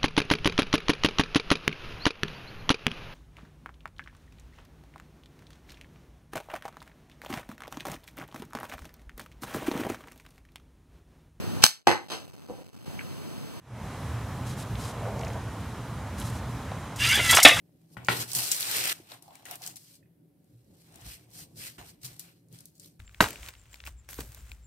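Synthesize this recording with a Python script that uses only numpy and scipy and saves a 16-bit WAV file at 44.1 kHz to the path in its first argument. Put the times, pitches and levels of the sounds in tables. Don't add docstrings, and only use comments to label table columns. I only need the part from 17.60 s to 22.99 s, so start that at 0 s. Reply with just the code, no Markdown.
import sys
import numpy as np
from scipy import signal
from scipy.fft import rfft, irfft
from scipy.io import wavfile
from scipy.ndimage import uniform_filter1d

SR = 44100
rng = np.random.default_rng(int(sys.argv[2]) if len(sys.argv) > 2 else 0)


def attenuation_scalar(level_db):
    decades = np.asarray(level_db, float) / 20
    return 10 ** decades


def to_wav(sig):
    pcm = np.clip(np.atleast_2d(sig), -1, 1) * 32767
    pcm = np.round(pcm).astype(np.int16)
    wavfile.write(sys.argv[1], SR, pcm.T)


N = 237875
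T = np.arange(N) / SR
SCENE_CHANGE_S = 1.328
STEP = 16

# pitch_hz, level_db per Hz
KITCHEN_SPECTRUM = [(15, -50.5), (25, -38), (86, -13), (134, -11.5), (167, 4), (189, -15), (220, -10.5),
                    (253, -15.5), (282, -5.5), (428, -19), (492, -30), (556, -16.5), (1000, -55),
                    (1300, -80), (2200, -120)]
# pitch_hz, level_db
APPLIANCE_TONES = [(755, -90), (513, -95)]
# pitch_hz, level_db per Hz
MIC_SPECTRUM = [(530, -33), (900, -8), (1260, -14), (1440, -10.5), (6990, -20), (12400, -8.5),
                (15800, -15.5)]
# pitch_hz, likeness (0 to 1)
LEFT_RIGHT_LIKENESS = [(25, .9), (60, .985), (150, .985), (300, .75), (600, .35), (1200, .3), (2500, .25),
                       (15000, .2)]
# pitch_hz, time_to_fall_60db_s
ROOM_DECAY = [(100, 0.13), (1000, .4), (4000, 0.23), (15000, 0.25)]

# pitch_hz, level_db per Hz
RUMBLE_SPECTRUM = [(55, -25.5), (85, -12), (105, -9), (123, -1), (142, -12), (165, -11), (220, -17),
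                   (290, -17), (390, -22), (520, -22.5), (800, -43.5)]
# pitch_hz, level_db per Hz
FLOOR_SPECTRUM = [(18, -33.5), (33, -15), (55, -1), (75, -2), (100, -25)]
# pitch_hz, level_db per Hz
CREAK_SPECTRUM = [(400, -23), (600, -9.5), (720, 0.5), (830, -4.5), (960, -8.5), (1120, -10), (1500, -31)]
# peak_s, rumble_db, creak_db, floor_thud_db, fall_20db_s
LEAN_EVENTS = [(.094, -48, -90, -79, -0.07), (.32, -59, -83, -79, 0.04), (.43, -44, -54, -67, 0.14),
               (0.789, -42.5, -43, -70, 0.13), (.88, -55, -69, -64, .3), (1.12, -50, -52, -72, 0.44),
               (1.24, -46.5, -57, -70, 0.02), (1.28, -51, -44, -69, 0.14), (1.37, -56.5, -62, -90, 0.23),
               (1.528, -57, -52, -82, 0.09), (1.721, -68, -52.5, -90, 0.2),
               (1.919, -53.5, -45, -83, 0.0858), (2.06, -54.5, -51, -77, .11), (2.46, -70, -97, -88, 0.5),
               (2.95, -61, -99, -51, 0.03), (3.12, -56.5, -77.5, -76, 0.56), (3.37, -52.5, -55, -63, 0.13),
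               (3.47, -48, -58.5, -45.5, 0.07), (3.55, -53.5, -68, -75, 0.14), (3.78, -57, -66, -68, 0.57),
               (3.97, -52, -81.5, -71, 0.44), (4.519, -55.5, -65.5, -67, 0.19), (4.31, -52, -69, -65, 0.1),
               (4.935, -52, -72, -79, 0.15), (5.25, -56, -80, -75, .2), (1.88, -59, -60, -85, .1)]
# start_s, rumble_db, creak_db, floor_thud_db, hold_s
SHAKE_EVENTS = [
    (.4875, -42, -47.5, -65, .13),
    (4.182, -51.5, -53, -56.5, 0.047),
]
# rumble_db, creak_db, floor_thud_db
RESTING_LEVELS = [-66.5, -88, -88.5]
# start_s, peak_db, pitch_hz, cycles_to_fall_60db
PUSH_EVENTS = [
    (0.786, -61, 124, 35),
    (1.3995, -42, 335, 14.5),
    (1.4003, -58, 600, 6),
    (1.52, -57, 123, 48),
    (2.932, -51.5, 116, 41.5),
    (3.42, -44, 116, 30),
    (3.458, -45.5, 170.6, 39),
    (4.438, -43.5, 130.7, 50),
    (4.924, -49, 172.6, 42),
]

# start_s, level_db, pitch_hz, left_right_db, fall_60db_s
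PING_EVENTS = [(1.345, -57, 2250, -2, .08), (1.518, -53, 705, -7, 0.078), (1.518, -45, 953, -7, 0.038),
               (1.679, -45.5, 790, 0, 0.031), (1.707, -47, 916, 3, 0.042), (1.754, -52, 2300, 5, 0.022),
               (1.855, -47, 1917, 10, 0.06), (1.914, -43, 715, 7, 0.091), (2.427, -66, 1850, -9, 0.025),
               (2.428, -63.5, 2540, -5.5, 0.036), (2.457, -66, 1900, -1, 0.023),
               (2.457, -75, 2480, -2.5, 0.037), (2.273, -57.5, 3180, -0.5, 0.047),
               (1.699, -48, 800, 2, .025), (1.72, -53, 850, 2, .03), (1.737, -52, 800, 2, .035),
               (1.5, -52, 850, -5, .03)]
# start_s, crack_db, thud_db (against crack), left_right_db, bounce_loss_db per ms, contact_ms
KNOCK_EVENTS = [
    (0.3687, -32, -12, 6.5, 1, 4),
    (0.4857, -10.5, -25, 0, 1.4, 0.74),
    (4.1839, -45, -13, -6.5, 0.5, 1.),
]
# delay_s, signed_strength (before the bounce loss)
KNOCK_BOUNCES = [
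    (0, -1.),
    (.0021, -.7),
    (.0036, -.75),
    (.0056, -.3),
    (.0072, .45),
    (.0112, -.3),
    (.014, -1.1),
    (0.0176, .9),
    (.025, -1.5),
]
# pitch_hz, level_db, fall_60db_s
COUNTER_MODES = [(81, -10.5, 0.31), (98, -12.5, 0.29), (116, -10, 0.29), (122.7, 1, 0.6), (165, -10, .25),
                 (179, -14, 0.2), (240, -11, 0.18), (295, -8, .25), (332.4, -9.5, 0.25), (372, -8, 0.32),
                 (392, -4.5, 0.33), (453, -9, 0.35), (569, -11.5, .25), (660, -11, 0.11)]
# pitch_hz, level_db, fall_60db_s, left_right_db
FACE_MODES = [(890, -4.5, .025, -5), (1070, -5, .025, 0), (1220, -10, .015, 4), (1350, -13, 0.012, 6),
              (1530, 0, .014, 8), (1800, 1, 0.012, 6), (1950, -3.5, .012, 2), (2250, -4, .012, -0.5),
              (2678, -5, .008, -5), (3136, -7, .01, -5), (4130, -14, .008, -3), (4680, -17, 0.05, 4),
              (6500, -17, .006, -1)]

# start_s, peak_db, centre_hz, left_right_db
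DRAG_FOLDS = [(.3364, -58, 11200, 4.5), (.4475, -35, 7000, 3.5), (.4685, -41, 9000, -3.5),
              (.7165, -24, 4900, -6.5), (.7328, -24, 8930, -7.5), (.7506, -19, 8350, -3),
              (.7645, -18.5, 11000, 0), (.788, -23.5, 8400, 0), (.82, -27, 10500, -1),
              (.8408, -26.5, 8510, 7), (.87, -29, 10000, -0.5), (.9158, -14, 8120, 7),
              (.9187, -16, 8120, 2.5), (.965, -27, 12000, 0.5), (.9465, -25, 8540, -2.5),
              (1.0068, -22.5, 12100, -2), (1.0274, -21, 4070, 6.5), (1.1316, -27.5, 3500, 0),
              (1.1675, -21, 12000, 0), (1.2095, -26, 3500, -1), (1.277, -21.5, 12000, .5),
              (1.2965, -21, 3300, -5), (.6076, -30, 4700, 1.5), (.6151, -30, 8140, 1.5),
              (.6859, -41, 4610, 1), (.755, -25, 9500, 0), (.759, -25, 12000, 0), (.776, -27, 10000, 0),
              (.7835, -29, 12000, 0), (.8346, -27, 6000, 1.5), (.85, -27, 8500, 0), (1.0, -27, 11000, 0),
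              (1.013, -26, 4600, 0), (1.02, -26, 12000, 0), (1.072, -28, 6000, 1.5), (1.112, -27, 3500, 0),
              (1.136, -29, 8300, 0), (1.255, -25, 8300, 0)]
# start_s, peak_db, centre_hz, left_right_db
HAND_FOLDS = [(1.5182, -37, 3620, 6), (1.6242, -43.5, 10400, 7), (1.6792, -53.5, 5770, 5),
              (1.7055, -53, 2750, 2), (1.7542, -43, 8500, 6), (1.8545, -38, 7900, 6),
              (1.9112, -28.5, 12800, 5), (1.956, -34.5, 11800, 1.5), (2.019, -34, 5530, 3),
              (2.038, -32, 4400, 0), (2.0632, -28, 7760, 5), (2.0751, -27.5, 7500, 5.5),
              (2.1585, -39, 8350, 8.5), (2.3542, -49.5, 8140, 7), (2.8439, -65, 11230, -1.5),
              (3.3233, -55.5, 8120, -4), (3.0447, -63.5, 8560, -1.5), (3.217, -60, 5000, 2),
              (3.3426, -51.5, 8210, 4.5), (3.465, -47, 8500, 0), (3.7047, -56, 8800, 5),
              (2.098, -41, 8000, 5), (3.358, -42.5, 9120, 5), (3.4126, -47, 8490, 7),
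              (3.7362, -52, 11600, 5), (4.4313, -40, 8500, -1), (4.4524, -38, 8300, 11),
              (4.5949, -33, 11200, 3.5), (4.8853, -61, 10170, -1), (4.9267, -48, 11000, 7),
              (4.9876, -43.5, 8500, 0.5), (4.988, -46, 3790, 2), (5.006, -43.5, 9580, 5.5),
              (5.0557, -39.5, 11670, 0), (5.1974, -41, 8700, 4.5), (2.168, -40.5, 9000, 7),
              (1.36, -46, 6000, 2), (1.499, -46, 4000, 4), (1.845, -54, 7500, 3), (2.232, -51, 8200, 2.5),
              (4.4176, -54, 8470, 0), (5.1534, -54, 8000, 1.5), (5.18, -54, 8430, 5),
              (5.2447, -43, 3910, 1.5), (5.199, -43, 4800, 3), (4.603, -38, 5500, 2)]

# pitch_hz, level_db per Hz
HISS_SPECTRUM = [(1410, -45.5), (2400, -17), (3140, -10.5), (3700, -9.5), (4230, 0.5), (6800, -3),
                 (7800, -2), (8400, .5), (9100, -2.5), (10000, -3), (12200, -2), (15300, -5),
                 (15800, -21.5)]
# pitch_hz, level_db per Hz
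BODY_SPECTRUM = [(220, -17.5), (400, -9.5), (900, -10), (1500, -6), (2200, -7), (3000, -8), (4200, -12)]
# pitch_hz, level_db per Hz
BOW_SPECTRUM = [(1200, -24.5), (1600, -5.5), (2000, 0), (2500, -1.5), (3200, -5.5), (4000, -19.5)]
# start_s, hiss_db, hold_s, fall_20db_s, body_db (against hiss)
JERK_EVENTS = [(.3688, -58, 0.004, .02, 2), (0.371, -69, 0.055, .03, 2), (4.4455, -41.5, .022, .02, -13),
               (4.415, -60, .015, .05, -15), (.455, -60, 0.032, -5, -23), (3.712, -61.5, 0.036, 0.36, -11),
               (3.957, -59, .03, -0.3, -12.5), (3.417, -57, 0.06, .1, -1.5), (0.485, -47, .012, 0.1, 17),
               (0.493, -37, 0.14, .03, -8), (.749, -30.5, 0.035, 0.46, -11), (0.912, -34, 0.017, 0.4, -12),
               (1.328, -49, 0.0067, 0.15, -4.5), (1.622, -60.5, .003, 0.35, -9),
               (1.853, -51, 0.098, 0.0445, 0), (1.911, -48, .012, .06, -4),
               (2.157, -48.5, .015, 0.0254, -16), (2.1635, -58, .19, 0.06, -15.5),
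               (4.181, -54, 0.012, .14, 1), (4.433, -52, .07, 0.14, -8.5), (4.595, -47, 0.008, 0.04, -21),
               (4.591, -53.5, 0.013, 0.17, -9.5), (4.64, -70.5, 0.061, 0.08, 5.5),
               (5.056, -62, 0.01, 0.07, -34), (5.203, -57, 0.062, .09, -16.5)]
# peak_s, hiss_db, rise_20db_s, fall_20db_s, body_db (against hiss)
STROKE_EVENTS = [(.24, -79.5, .6, 0.1, -6), (.342, -62, .07, .03, -22), (.62, -35, 0.11, .03, -11.5),
                 (.738, -36.5, 0.1023, 0.4, -13), (1.522, -49, 0.05, .08, -1.4), (1.49, -60, .06, .05, -3),
                 (1.72, -65.5, -0.4, 0.57, 1.7), (2.071, -42.5, 0.06, 0.0764, -9),
                 (2.035, -47, 0.045, .05, -7), (3.21, -66, 0.18, 0.3, -16), (2.92, -76.5, .25, 2.3, -9.5),
                 (3.42, -57.5, 0.2241, 0.15, -1.66), (3.62, -69, 0.4, 0.3, -9.5),
                 (1.16, -30, 0.36, 1.0, -6.5), (1.269, -38.5, 0.1624, -1.2, 1),
                 (4.294, -51.5, 0.1, 0.06, -10.5), (4.458, -46, .035, 0.06, -15.5),
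                 (4.935, -57, 0.03, 0.15, -9), (5.01, -61, 0.1, 0.05, -6), (5.165, -66, 0.06, 0.1, -22)]
# peak_s, hiss_db, rise_20db_s, fall_20db_s, body_db (against hiss)
SWEEP_EVENTS = [
    (3.52, -47.5, 0.1, 0.064, -14),
    (3.575, -63, 0.06, .1, -11.5),
    (3.798, -48.5, 0.09, 0.07, -12.5),
    (4.005, -44, .05, .05, -13.5),
    (4.055, -43, .06, .07, -11),
    (4.12, -57.5, 0.08, 0.08, -9),
]
# start_s, level_db, rise_20db_s, hold_s, fall_20db_s
BOW_EVENTS = [
    (1.145, -43.5, .04, 0.026, -0.55),
    (1.233, -46, 0.03, .01, -0.35),
    (1.259, -41, 0.04, 0.029, 0.24),
    (3.498, -59, -0.01, 0.01, 0.12),
    (4.001, -58.5, -0.08, 0.085, 0.04),
    (1.344, -68, 1.2, 0.013, 0),
    (.37, -62, 0, .05, .3),
]
JERK_RISE_S = .0012
RESTING_DB = -96


def rms_one(x):
    return x / np.sqrt(np.mean(x ** 2) + 1e-20)


def at_hz(points, hz):
    table = np.array(points)
    return np.interp(np.log(hz), np.log(table[:, 0]), table[:, 1])


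def panned(db):
    return attenuation_scalar(np.array([db / 2, -db / 2]))


def lead(x, left_first_s):
    return np.array([x[0], np.roll(x[1], round(left_first_s * SR))])


def drift(rate):
    r = np.exp(-40 * np.pi * rate / SR)
    noise = rng.standard_normal(N // 20 + 4002)
    slow = signal.lfilter([1], [1, -2 * r, r * r], noise)[4000:]
    return np.interp(np.arange(N) / 20, np.arange(len(slow)), rms_one(slow - slow.mean()))


def coloured(x, spectrum):
    hz = np.maximum(np.fft.rfftfreq(N, 1 / SR), 5)
    alike = np.clip(at_hz(LEFT_RIGHT_LIKENESS, hz), 0, .99)
    inside = (hz >= spectrum[0][0]) & (hz <= spectrum[-1][0])
    mid, side = rfft(x) * attenuation_scalar(at_hz(spectrum, hz)) * inside
    mid = mid * np.sqrt(1 + alike)
    side = side * np.sqrt(1 - alike)
    return rms_one(irfft(np.array([mid + side, mid - side]), N))


def gesture(s, rise_s, hold_s, fall_s, roundness=1):
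    t = T[::STEP]
    before = (s - t) / max(rise_s, 1e-4)
    after = np.maximum(t - s - max(hold_s, 0), 0) / max(fall_s, 1e-3)
    away = np.maximum(before, after)
    same_scene = (t < SCENE_CHANGE_S) == (s < SCENE_CHANGE_S)
    return attenuation_scalar(np.maximum(-20 * away ** roundness, -150)) * same_scene


def mixed(levels_db, gains, rest_db):
    moving = attenuation_scalar(levels_db).T ** 2 @ np.array(gains) ** 2
    slow = np.sqrt(moving + attenuation_scalar(np.array(rest_db))[:, None] ** 2)
    return [np.interp(T, T[::STEP], column) for column in slow]


def ring(clicks, hz, t60):
    r = attenuation_scalar(-60 / max(t60 * SR, 9))
    w = 2 * np.pi * hz / SR
    return signal.lfilter([0, np.sin(w)], [1, -2 * r * np.cos(w), r * r], clicks + 1e-18)


def fibres(per_s, spread_db, clump_db, smooth):
    born = rng.random(N) < per_s / SR
    size = attenuation_scalar(spread_db * np.minimum(rng.exponential(1, N), 4)) * born
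    fade = np.exp(-np.arange(200) / 30)
    slips = np.convolve(size, fade)[:N] * rng.standard_normal((2, N))
    clumps = attenuation_scalar(clump_db * (.3 * drift(12) + drift(45)))
    return clumps * (rms_one(slips) + smooth * rng.standard_normal((2, N)))


def mottled(x, depth_db, wide, lasting):
    _, _, z = signal.stft(x, nperseg=256)
    field = rng.standard_normal((3,) + z.shape[1:])
    for _ in range(2):
        field = uniform_filter1d(field, size=wide, axis=1)
        field = uniform_filter1d(field, size=lasting, axis=2)
    field = rms_one(field[:2] + field[2])
    return rms_one(signal.istft(z * attenuation_scalar(depth_db * field), nperseg=256)[1][:, :N])


def kitchen():
    tones = sum(attenuation_scalar(db + 1 + 2.0 * drift(1.5)) * np.sin(2 * np.pi * hz * T) for hz, db in APPLIANCE_TONES)
    uneven = attenuation_scalar(2.0 * drift(6.9)) * rng.standard_normal((2, N))
    murmur = attenuation_scalar(-63) * coloured(uneven, KITCHEN_SPECTRUM)
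    hiss = attenuation_scalar(-79.5) * coloured(rng.standard_normal((2, N)), MIC_SPECTRUM)
    return murmur + tones + hiss


def room(x):
    t, tail = T[:SR // 2], 0
    for hz in 90 * 2. ** np.arange(8):
        band = signal.butter(2, [hz * .7, hz * 1.41], "band", fs=SR, output="sos")
        mid, side = signal.sosfilt(band, rng.standard_normal((2, len(t))))
        side = side * np.sqrt(1 - np.clip(at_hz(LEFT_RIGHT_LIKENESS, hz), 0, 1))
        tail = tail + np.array([mid + side, mid - side]) * attenuation_scalar(-60 * t / at_hz(ROOM_DECAY, hz))
    tail = tail * np.clip(t / 0.0013, 0, 1)
    tail = tail / np.sqrt(np.sum(tail ** 2) / 2)
    before = T < SCENE_CHANGE_S
    wet = [signal.fftconvolve(x * part, tail, axes=1)[:, :N] for part in (before, ~before)]
    return np.where(before, *wet)


def lean():
    gains = [gesture(row[0], .8 * row[-1], 0, row[-1]) for row in LEAN_EVENTS]
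    gains += [gesture(row[0], JERK_RISE_S, row[-1], fall_s=0.086) for row in SHAKE_EVENTS]
    levels_db = np.array(LEAN_EVENTS + SHAKE_EVENTS)[:, 1:-1]
    shake, strain, thud = mixed(levels_db, gains, RESTING_LEVELS)
    rumble = coloured(attenuation_scalar(2 * drift(14)) * rng.standard_normal((2, N)), RUMBLE_SPECTRUM)
    floor = coloured(attenuation_scalar(3.2 * drift(8)) * rng.standard_normal((2, N)), FLOOR_SPECTRUM)
    creak = coloured(fibres(per_s=180.0, spread_db=0, clump_db=2.0, smooth=1.6), CREAK_SPECTRUM)
    return attenuation_scalar(-3.0) * shake * rumble + attenuation_scalar(-3.5) * strain * creak + attenuation_scalar(-2.0) * thud * floor


def pushes():
    out, t = np.zeros(N), T[:8000]
    for s, db, hz, cycles in PUSH_EVENTS:
        rise = 1 - np.exp(-t * hz * 3.3)
        fall = attenuation_scalar(-60 * t * hz / cycles)
        out[round(s * SR):][:8000] += attenuation_scalar(db + 0.5) * rise * fall * np.sin(2 * np.pi * hz * t)
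    return out


def pings():
    out, t = np.zeros((2, N)), T[:6000]
    noises = rng.standard_normal((len(PING_EVENTS), 2, 6000))
    for (s, db, hz, pan_db, t60), rough in zip(PING_EVENTS, noises):
        blur = 1 + 10.6 * uniform_filter1d(rough, size=150)
        fall = attenuation_scalar(db - 60 * t / max(t60, .004))
        wave = fall * (1 - np.exp(-t * 900)) * np.sin(2 * np.pi * hz * t)
        out[:, round(s * SR):][:, :6000] += blur * wave * panned(pan_db)[:, None]
    return out


def knocks():
    crack, thud = np.zeros((2, N)), np.zeros(N)
    for s, db, thud_db, pan_db, loss_db, contact_ms in KNOCK_EVENTS:
        push = np.hanning(max(round(contact_ms * SR / 1000), 3))
        thud[round(s * SR):][:len(push)] = attenuation_scalar(db + thud_db) * push / push.sum()
        edge = np.exp(-np.arange(60) / (.018 * len(push))) * np.arange(1, 61)
        for late, strength in KNOCK_BOUNCES:
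            hit = strength * attenuation_scalar(db - 6.5 - 1000 * late * loss_db) * panned(pan_db)
            crack[:, round((s + late) * SR):][:, :len(edge)] += hit[:, None] * edge / edge.sum()
    face = sum(panned(pan_db)[:, None] * attenuation_scalar(db) * ring(crack, hz, t60) for hz, db, t60, pan_db in FACE_MODES)
    face = lead(face, -.00003)
    face = signal.sosfilt(signal.butter(2, 750, "high", fs=SR, output="sos"), face)
    counter = 0
    for hz, db, t60 in COUNTER_MODES:
        side = panned(-2.5 * np.log2(hz / 100))[:, None]
        counter = counter + side * np.sign(200 - hz) * attenuation_scalar(db) * ring(thud, hz, t60)
    return face, counter


def snaps():
    out, t = np.zeros((2, N + 4000)), np.arange(4000) / SR
    bright = signal.butter(6, 3900, "high", fs=SR, output="sos")
    fall = attenuation_scalar(-60 * t / 0.024)
    rows = DRAG_FOLDS + HAND_FOLDS
    for (s, db, hz, pan_db), noise in zip(rows, rng.standard_normal((len(rows), 2, 4000))):
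        edges = [hz * 0.82, min(hz * 1.35, 19000)]
        own = signal.sosfilt(signal.butter(2, edges, "band", fs=SR, output="sos"), noise * fall)
        tick = signal.sosfilt(bright, noise * (.65 * fall + 2.0 * fall ** 4))
        tick_share = 2.0 * min(hz / 8000, 1)
        burst = own / np.abs(own).max() + tick_share * tick / np.abs(tick).max()
        at = round(s * SR)
        out[:, at:at + 4000] += attenuation_scalar(db + 0.6) * burst * panned(np.clip(pan_db, -7, 7))[:, None]
    return out[:, :N]


def slide():
    gains = [gesture(s, JERK_RISE_S, hold, fall) for s, _, hold, fall, _ in JERK_EVENTS]
    gains += [gesture(s, rise, 0, fall) for s, _, rise, fall, _ in STROKE_EVENTS]
    gains += [gesture(s, rise, 0, fall, roundness=2.34) for s, _, rise, fall, _ in SWEEP_EVENTS]
    rows = JERK_EVENTS + STROKE_EVENTS + SWEEP_EVENTS
    levels_db = np.array([(row[1], row[1] + row[-1]) for row in rows])
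    hiss, body = mixed(levels_db, gains, [RESTING_DB, RESTING_DB - 3.5])
    bow_gains = [gesture(s, *shape) for s, _, *shape in BOW_EVENTS]
    bow, = mixed(np.array(BOW_EVENTS)[:, 1:2], bow_gains, [RESTING_DB - 20.5])
    rough = fibres(per_s=1200.0, spread_db=3.4, clump_db=1.3, smooth=1.7)
    rough = mottled(rough, depth_db=1.5, wide=2, lasting=8)
    sheet = hiss * coloured(rough, HISS_SPECTRUM) + body * coloured(rough, BODY_SPECTRUM)
    sheet = sheet + bow * coloured(rough, BOW_SPECTRUM)
    return lead(sheet, .00036) * panned(0.75)[:, None]


def scene():
    creases, rings, (face, thud) = snaps(), pings(), knocks()
    wet = room(attenuation_scalar(-10.0) * creases + attenuation_scalar(-11.0) * rings + attenuation_scalar(-7.0) * face + attenuation_scalar(3.0) * thud)
    return kitchen() + wet + lean() + pushes() + rings + face + thud + creases + slide()


def low_pass(x):
    return signal.sosfilt(signal.butter(12, 16640, fs=SR, output="sos"), x)


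def record(dry):
    mix = signal.sosfilt(signal.cheby2(10, 45, 16600, fs=SR, output="sos"), dry)
    mix = signal.sosfilt(signal.butter(2, 35., "high", fs=SR, output="sos"), mix)
    return low_pass(mix)


dry = scene()
out = record(dry)
to_wav(out)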